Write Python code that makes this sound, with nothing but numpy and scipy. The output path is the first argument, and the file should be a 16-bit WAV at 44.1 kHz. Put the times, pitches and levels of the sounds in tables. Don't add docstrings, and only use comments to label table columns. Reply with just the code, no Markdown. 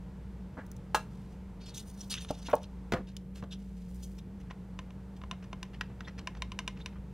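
import sys
import numpy as np
from scipy import signal
from scipy.fft import rfft, irfft
from scipy.io import wavfile
from scipy.ndimage import uniform_filter1d

SR = 44100
rng = np.random.default_rng(int(sys.argv[2]) if len(sys.argv) > 2 else 0)


def put_to_file(sound):
    columns = np.atleast_2d(sound).T
    safe = np.clip(columns, -1, 1)
    whole_steps = np.round(safe * 32767)
    wavfile.write(sys.argv[1], SR, whole_steps.astype(np.int16))


N = 314433

# start_s, level_db, brightness (dB per octave)
TICKS = [(4.509, -47.5, -4), (4.7901, -43, -1.5), (4.906, -57, -0.5), (5.216, -53, -2.5),
         (5.2373, -47, -4.5), (5.3124, -37.5, 0), (5.5298, -41.5, -2.5), (5.6298, -41.5, 3),
         (6.273, -35.5, 0), (6.4212, -35, 1.5), (6.5191, -43, 1), (6.59, -35, 2), (6.6777, -34.5, 2.5),
         (6.8604, -39.5, 3.5)]
# start_s, level_db, brightness (dB per octave)
INNER_TAPS = [(5.8103, -33, -0.5), (6.0064, -45, -0.5)]
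# pitch_hz, level_db
SPOON_COLOUR = [(200, -5.5), (700, 1.5), (1800, 6), (3000, 3.5), (4500, -3.5), (6200, -4), (7500, -15.5),
                (9000, -17), (11000, -22), (16000, -27)]
# pitch_hz, level_db
LID_COLOUR = [(400, -36), (1400, -8), (2100, -8.5), (2800, 4), (3700, 6), (4400, 2), (5100, 1), (6200, 4.5),
              (7700, -7), (8800, -4.5), (9600, -1.5), (10600, -11.5), (13000, -12), (15200, -13)]


def gain_of(db):
    return 10 ** (np.asarray(db) / 20)


def evened(x):
    return x / np.sqrt(np.mean(x ** 2) + 1e-20)


def read(points, hz):
    point_hz, value = np.transpose(points)
    return np.interp(np.log(hz + 1), np.log(point_hz + 1), value)


def add(mix, start_s, sound):
    part = mix[round(start_s * SR):][:len(sound)]
    part += sound[:len(part)]


def tilt(hz, slope_db):
    return gain_of(slope_db * np.log2(np.maximum(hz, 200) / 2000))


def colour(x, shape, slope_db=0):
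    hz = np.fft.rfftfreq(len(x), 1 / SR)
    gain = gain_of(read(shape, hz)) * tilt(hz, slope_db)
    return evened(irfft(rfft(x) * gain, len(x)))


def drift(rate):
    hz = np.fft.rfftfreq(N, 1 / SR)
    spectrum = rfft(rng.standard_normal(N))
    return evened(irfft(spectrum * np.exp(-(hz / rate) ** 2), N))


def click(shape, slope_db):
    hz = np.fft.rfftfreq(SR // 4, 1 / SR)
    gain = gain_of(read(shape, hz)) * tilt(hz, slope_db)
    log_gain = np.log(np.concatenate([gain, gain[:0:-1]]))
    push = np.fft.ifft(np.exp(np.conj(signal.hilbert(log_gain)))).real
    return push / np.linalg.norm(push)


def strikes(rows, modes, crack_shape, crack_db, crack_t60, click_db):
    out, t = np.zeros(N), np.arange(SR // 4) / SR
    for start_s, level_db, slope_db in rows:
        push = click(crack_shape, slope_db)[:len(t)]
        dying_noise = rng.standard_normal(len(t)) * gain_of(-60 * t / crack_t60)
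        crack = signal.fftconvolve(dying_noise, push)[:len(t)]
        blow = gain_of(crack_db) * evened(crack) + gain_of(click_db) * evened(push)
        if modes:
            ring = np.zeros(len(t))
            for k, (hz, mode_db, t60) in enumerate(modes):
                strength = gain_of(mode_db - 60 * t / t60) * tilt(hz, slope_db)
                ring += (-1) ** k * strength * np.sin(2 * np.pi * hz * t)
            blow += evened(ring * (1 - np.exp(-t / 0.00047)))
        first_10_ms = blow[:SR // 100]
        add(out, start_s, gain_of(level_db) * blow / np.std(first_10_ms))
    return out


def rubs(rows, shape, grain_db, slips_per_s, rise_s, fade_s, uneven_db):
    out, t = np.zeros(N), np.arange(2 * SR) / SR
    for start_s, length_s, level_db, slope_db in rows:
        size = gain_of(grain_db * np.minimum(rng.exponential(1, len(t)), 4))
        happens = rng.random(len(t)) < slips_per_s / SR
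        slips = size * rng.choice([-1, 1], len(t)) * happens
        stroke = np.minimum(t / rise_s, 1) * np.exp(-np.maximum(t - length_s, 0) / fade_s)
        add(out, start_s, gain_of(level_db) * stroke * colour(slips, shape, slope_db))
    return out * gain_of(uneven_db * drift(67))


def shifting(x):
    z = signal.stft(x, SR, nperseg=256)[2]
    across_pitch = uniform_filter1d(rng.standard_normal(z.shape), size=4, axis=0)
    patches = evened(uniform_filter1d(across_pitch, size=8, axis=1))
    return signal.istft(z * evened(gain_of(2.8 * patches)), SR, nperseg=256)[1][:N]


def at_microphones(x, lag_s):
    hz = np.fft.rfftfreq(N, 1 / SR)
    left = irfft(rfft(x) * np.exp(-2j * np.pi * hz * lag_s), N)
    return np.array([left, x])


def tone(hz, wander_hz, rate, flutter_db):
    turns = np.cumsum(hz + wander_hz * drift(rate)) / SR
    return np.sqrt(2) * np.sin(2 * np.pi * turns) * gain_of(flutter_db * drift(rate))


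def appliance():
    # pitch_hz, level_db, pitch wander (Hz), changes per second, flutter (dB)
    hum_tones = [(57.5, -49.5, 2.84, 5.4, 2.5), (188, -48, 4.7, 9.95, 0.67),
                 (459, -66.5, 11.06, 20.5, -0.4)]
    # time_s, level_db
    hum_swell = [(0, -2), (2.9, -1.5), (3.6, 3), (4.1, 0.5), (4.6, -0.5), (7.13, -1.5)]
    # pitch_hz, level_db
    air_colour = [(20, -28), (30, -1), (45, -6), (70, -0.5), (85, 0.5), (115, 1.5), (165, 0.5), (200, -0.5),
                  (240, -9), (400, -13.5), (600, -19), (900, -36), (2000, -32), (15000, -63)]
    lower, upper, whine = [gain_of(level_db) * tone(hz, wander_hz, rate, flutter_db)
                           for hz, level_db, wander_hz, rate, flutter_db in hum_tones]
    swell = gain_of(np.interp(np.arange(N) / SR, *np.transpose(hum_swell)))
    air = gain_of(-49 + 1.0 * drift(0.54)) * colour(rng.standard_normal(N), air_colour)
    return lower + swell * upper + whine + air


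def rush():
    # time_s, level_db
    rush_level = [(0, -64.5), (1.5, -65), (2.9, -64), (3.15, -71), (4.1, -70), (4.45, -65.5), (5.2, -65),
                  (7.13, -66)]
    # pitch_hz, level_db
    rush_colour = [(300, -18), (700, 1), (890, 6), (1150, -2), (1400, -2.5), (2000, -11.5), (4000, -17.5),
                   (9000, -23), (15000, -76)]
    time_s, level_db = np.transpose(rush_level)
    level = gain_of(np.interp(np.arange(N) / SR, time_s, level_db))
    return level * colour(rng.standard_normal(N), rush_colour)


def microphone_hiss():
    # pitch_hz, level_db
    hiss_colour = [(100, -32), (12500, -6), (15500, -17)]
    noises = rng.standard_normal((2, N))
    return gain_of(-79) * np.array([colour(noise, hiss_colour) for noise in noises])


def jar_slides():
    # start_s, length_s, level_db, brightness (dB per octave)
    slide_times = [(0.569, 0.026, -42, -4), (0.606, 0.044, -63, 1), (2.484, 0.013, -38, -2),
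                   (2.498, 0.02, -43, 3.5), (2.947, 0.035, -44, 0), (2.985, 0.031, -43, -9)]
    # pitch_hz, level_db
    slide_colour = [(150, -1), (500, 2.5), (900, 4), (1300, 0.5), (1800, -1), (2600, -12.5), (5000, -35),
                    (16000, -31)]
    return rubs(slide_times, slide_colour, grain_db=5.5, slips_per_s=9300,
                rise_s=0.0022, fade_s=0.0042, uneven_db=1.5)


def squeaks(width_hz):
    # start_s, length_s, level_db, pitch_hz
    squeak_times = [(0.572, 0.057, -54, 1650), (1.595, 0.13, -64, 4430), (2.005, 0.016, -46.5, 5900),
                    (2.11, 0.025, -42, 4370), (2.109, 0.025, -47, 9400), (2.207, 0.056, -60, 9300),
                    (3.503, 0.046, -55.5, 3730), (4.181, 0.023, -64, 3630), (6.043, 0.029, -60, 3580),
                    (6.064, 0.036, -55, 1970), (6.807, 0.02, -56, 3650)]
    out = np.zeros(N)
    for start_s, length_s, level_db, hz in squeak_times:
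        t = np.arange(round(length_s * SR)) / SR
        ring = np.exp(-np.pi * width_hz * t) * np.sin(2 * np.pi * hz * t)
        squeal = signal.fftconvolve(rng.standard_normal(len(t)), ring)[:len(t)]
        swelling = signal.windows.tukey(len(t), .5)
        add(out, start_s, gain_of(level_db) * evened(squeal * swelling))
    return out


def bowl_knocks():
    # start_s, level_db, brightness (dB per octave)
    bowl_hits = [(0.5727, -54, -3), (0.9461, -21.5, 0), (0.9487, -30, 4)]
    # pitch_hz, level_db, time to fall 60 dB (s)
    bowl_modes = [(469, -4.5, 0.057), (527, -14, 0.051), (635, -2.5, 0.14), (795, -15, .06),
                  (872, 13.5, 0.037), (1070, -9, 0.12), (1246, 3.5, 0.09), (1363, 5, 0.12),
                  (1570, -21, 0.09), (1655, 4, 0.088), (2340, -18, 0.15), (2715, -12, 0.11),
                  (3000, -9, 0.051), (3270, -19, 0.044), (4300, -11, 0.073), (6560, -14, 0.045)]
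    # pitch_hz, level_db
    bowl_colour = [(200, -20), (500, 4), (1500, 3), (2100, -9.5), (3300, -7.5), (6500, -13.5), (9500, -16),
                   (11000, -24), (16000, -20)]
    return strikes(bowl_hits, bowl_modes, bowl_colour, crack_db=-3.5, crack_t60=0.091, click_db=-16.5)


def plastic_snaps():
    # start_s, level_db, brightness (dB per octave)
    snap_times = [(0.665, -57, 12), (0.7159, -46, 14.5), (0.7653, -60, 7.5), (2.1404, -36, -3),
                  (2.248, -48.5, -12.5), (2.309, -46, 5), (2.553, -40.5, 16), (2.6315, -57, 7),
                  (3.1668, -46.5, 1.5)]
    return strikes(snap_times, [], LID_COLOUR, crack_db=24.5, crack_t60=0.019, click_db=16)


def brushing():
    # start_s, length_s, level_db, brightness (dB per octave)
    brush_times = [(1.1, 0.256, -72, -3), (3.345, 0.046, -59, -4.5), (3.58, 0.44, -72, -2),
                   (3.88, 0.3, -68.5, 3.5), (3.94, 0.028, -62, 4)]
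    # pitch_hz, level_db
    brush_colour = [(1000, -10), (3000, 1.5), (6500, 1.5), (10000, -1), (15500, -4)]
    return rubs(brush_times, brush_colour, grain_db=3, slips_per_s=4800,
                rise_s=0.0073, fade_s=0.023, uneven_db=2.5)


def lid_turning():
    # start_s, length_s, level_db, brightness (dB per octave)
    twist_times = [(1.652, 0.039, -52, -2.5), (1.738, 0.063, -47.5, 2.5), (1.965, 0.073, -56.5, 4.5),
                   (2.096, 0.011, -38, 4), (2.103, 0.026, -36.5, -2), (2.14, 0.046, -47, -7),
                   (2.203, 0.026, -49.5, 0), (2.28, 0.024, -48, -6), (2.446, 0.033, -48.5, -3.5),
                   (2.62, 0.015, -53, -6), (3.067, 0.026, -57.5, -5.5), (3.507, 0.028, -53, -3),
                   (4.022, 0.021, -52, 7)]
    # start_s, length_s, level_db, brightness (dB per octave)
    spin_times = [(1.6, 0.098, -62.5, -5), (1.8, 0.256, -64, 8.5), (2.1, 0.456, -62.5, -0.5)]
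    twists = rubs(twist_times, LID_COLOUR, grain_db=1.5, slips_per_s=5400,
                  rise_s=0.013, fade_s=0.013, uneven_db=2.7)
    spin = rubs(spin_times, LID_COLOUR, grain_db=2.5, slips_per_s=5000,
                rise_s=0.0077, fade_s=0.048, uneven_db=4.6)
    return twists + spin


def lid_knocks():
    # start_s, level_db, brightness (dB per octave)
    knock_times = [(2.3053, -29.5, -6.5), (2.5305, -28, 4), (2.5352, -18.5, 1)]
    # pitch_hz, level_db, time to fall 60 dB (s)
    jar_modes = [(278, -10.5, 0.059), (466, 4, 0.03), (604, 3.5, 0.055), (840, -6.5, 0.043),
                 (890, -4, 0.056), (1106, -10, 0.059), (1337, -20, 0.052), (1570, -34, .04)]
    # pitch_hz, level_db
    jar_colour = [(100, -6), (350, 3), (700, 9.5), (1300, 6), (2000, -15), (3000, -20), (4500, -41),
                  (16000, -49)]
    return strikes(knock_times, jar_modes, jar_colour, crack_db=-5.5, crack_t60=0.031, click_db=-10)


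def counter_bumps():
    # start_s, level_db, brightness (dB per octave)
    bump_times = [(2.9219, -28, 5.5), (2.9354, -26, 3), (2.9412, -32.5, 4), (3.4252, -41, 0.5),
                  (3.438, -44.5, 3.5)]
    # pitch_hz, level_db, time to fall 60 dB (s)
    counter_modes = [(152, 1, 0.097), (221, 10.5, 0.052), (434, 1, 0.1), (512, -2, 0.11), (656, -24, 0.08),
                     (682, -0.5, 0.067), (970, -11.5, 0.051), (1180, 0.5, 0.017), (1460, -17.5, 0.063),
                     (2000, -12, 0.029), (3110, -52, 0.13)]
    # pitch_hz, level_db
    counter_colour = [(100, 24), (600, 13), (1500, 3.5), (2400, -7.5), (4200, -15.5), (7000, -27),
                      (10000, -37), (16000, -41)]
    return strikes(bump_times, counter_modes, counter_colour,
                   crack_db=-0.5, crack_t60=.035, click_db=-15)


def scooping():
    # start_s, length_s, level_db, brightness (dB per octave)
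    scoop_times = [(4.18, 0.012, -63, 6), (4.4, 0.012, -63, 5.5), (4.5, 0.013, -54.5, -3),
                   (5.162, 0.01, -61.5, 6.5), (5.425, 0.026, -56.5, -1.5), (5.733, 0.016, -58.5, -1.5),
                   (5.895, .04, -58.5, -7.5), (6.073, 0.024, -56.5, -3), (6.178, 0.034, -58.5, 0.5),
                   (6.349, 0.016, -55, -2), (6.76, 0.045, -61, -1.5), (6.92, 0.05, -59.5, -6)]
    delay_s, length_s = 0.008, 0.017
    softer_db, duller_db = -24, -4.5
    drags = [(start_s + delay_s, length_s, level_db + softer_db, slope_db + duller_db)
             for start_s, level_db, slope_db in TICKS + INNER_TAPS]
    return rubs(scoop_times + drags, SPOON_COLOUR, grain_db=0.5, slips_per_s=1800,
                rise_s=0.0016, fade_s=0.01, uneven_db=4.5)


def spoon_ticks():
    # pitch_hz, level_db, time to fall 60 dB (s)
    tick_modes = [(652, -12, 0.064), (1012, 5, 0.033), (1170, -6.5, 0.016), (1543, -5.5, 0.034),
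                  (2127, -21, 0.19), (2310, 6, 0.01), (2852, 1, 0.022), (3086, -21, 0.13),
                  (3550, -31, 0.016), (3690, 6, 0.0098), (4870, -16, 0.0052), (6170, -11, 0.0086),
                  (5600, -2.5, 0.0067), (6820, -3, 0.006), (8820, -15, 0.023)]
    return strikes(TICKS, tick_modes, SPOON_COLOUR, crack_db=-5, crack_t60=0.029, click_db=-8)


def wall_taps():
    # pitch_hz, level_db, time to fall 60 dB (s)
    wall_modes = [(1025, -5.5, 0.026), (1300, -2.5, 0.025), (1520, 5.5, 0.014), (1683, -9, 0.049),
                  (1910, -7.5, 0.06), (2670, 2.5, 0.012), (3670, -7, 0.014), (4800, -7, 0.015),
                  (12800, -17, .015)]
    return strikes(INNER_TAPS, wall_modes, SPOON_COLOUR, crack_db=-5.5, crack_t60=0.028, click_db=-17)


def kitchen(x):
    # pitch_hz, time to fall 60 dB (s)
    room_decay = [(100, 0.15), (600, 0.24), (2000, 0.24), (6000, 0.23), (15000, 0.34)]
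    t = np.arange(SR // 2) / SR
    arrives = (rng.random(len(t)) < 4000 / SR) * (t > .008)
    taps = rng.choice([-1., 1.], len(t)) * arrives
    hz, frame_s, z = signal.stft(taps, SR, nperseg=128)
    decay = gain_of(-60 * frame_s / read(room_decay, hz)[:, None])
    tail = signal.istft(z * decay, SR, nperseg=128)[1]
    return signal.fftconvolve(x, tail / np.linalg.norm(tail))[:N]


def scene():
    background = at_microphones(appliance() + rush(), 1e-5) + microphone_hiss()
    knocks = bowl_knocks() + lid_knocks() + counter_bumps()
    rubbing = shifting(lid_turning() + scooping()) + jar_slides() + brushing() + squeaks(width_hz=210)
    small = spoon_ticks() + wall_taps() + plastic_snaps() + rubbing
    to_room = gain_of(-16) * knocks + gain_of(-21) * small
    echoes = at_microphones(kitchen(to_room), 3e-5) + at_microphones(kitchen(to_room), -3.3e-5)
    return at_microphones(knocks + small, 2.4e-5) + echoes + background


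def record(dry):
    low_pass = signal.firwin(401, 15900, window=("kaiser", 9), fs=SR)
    return signal.oaconvolve(dry, low_pass[None], "same")


dry = scene()
out = record(dry)
put_to_file(out)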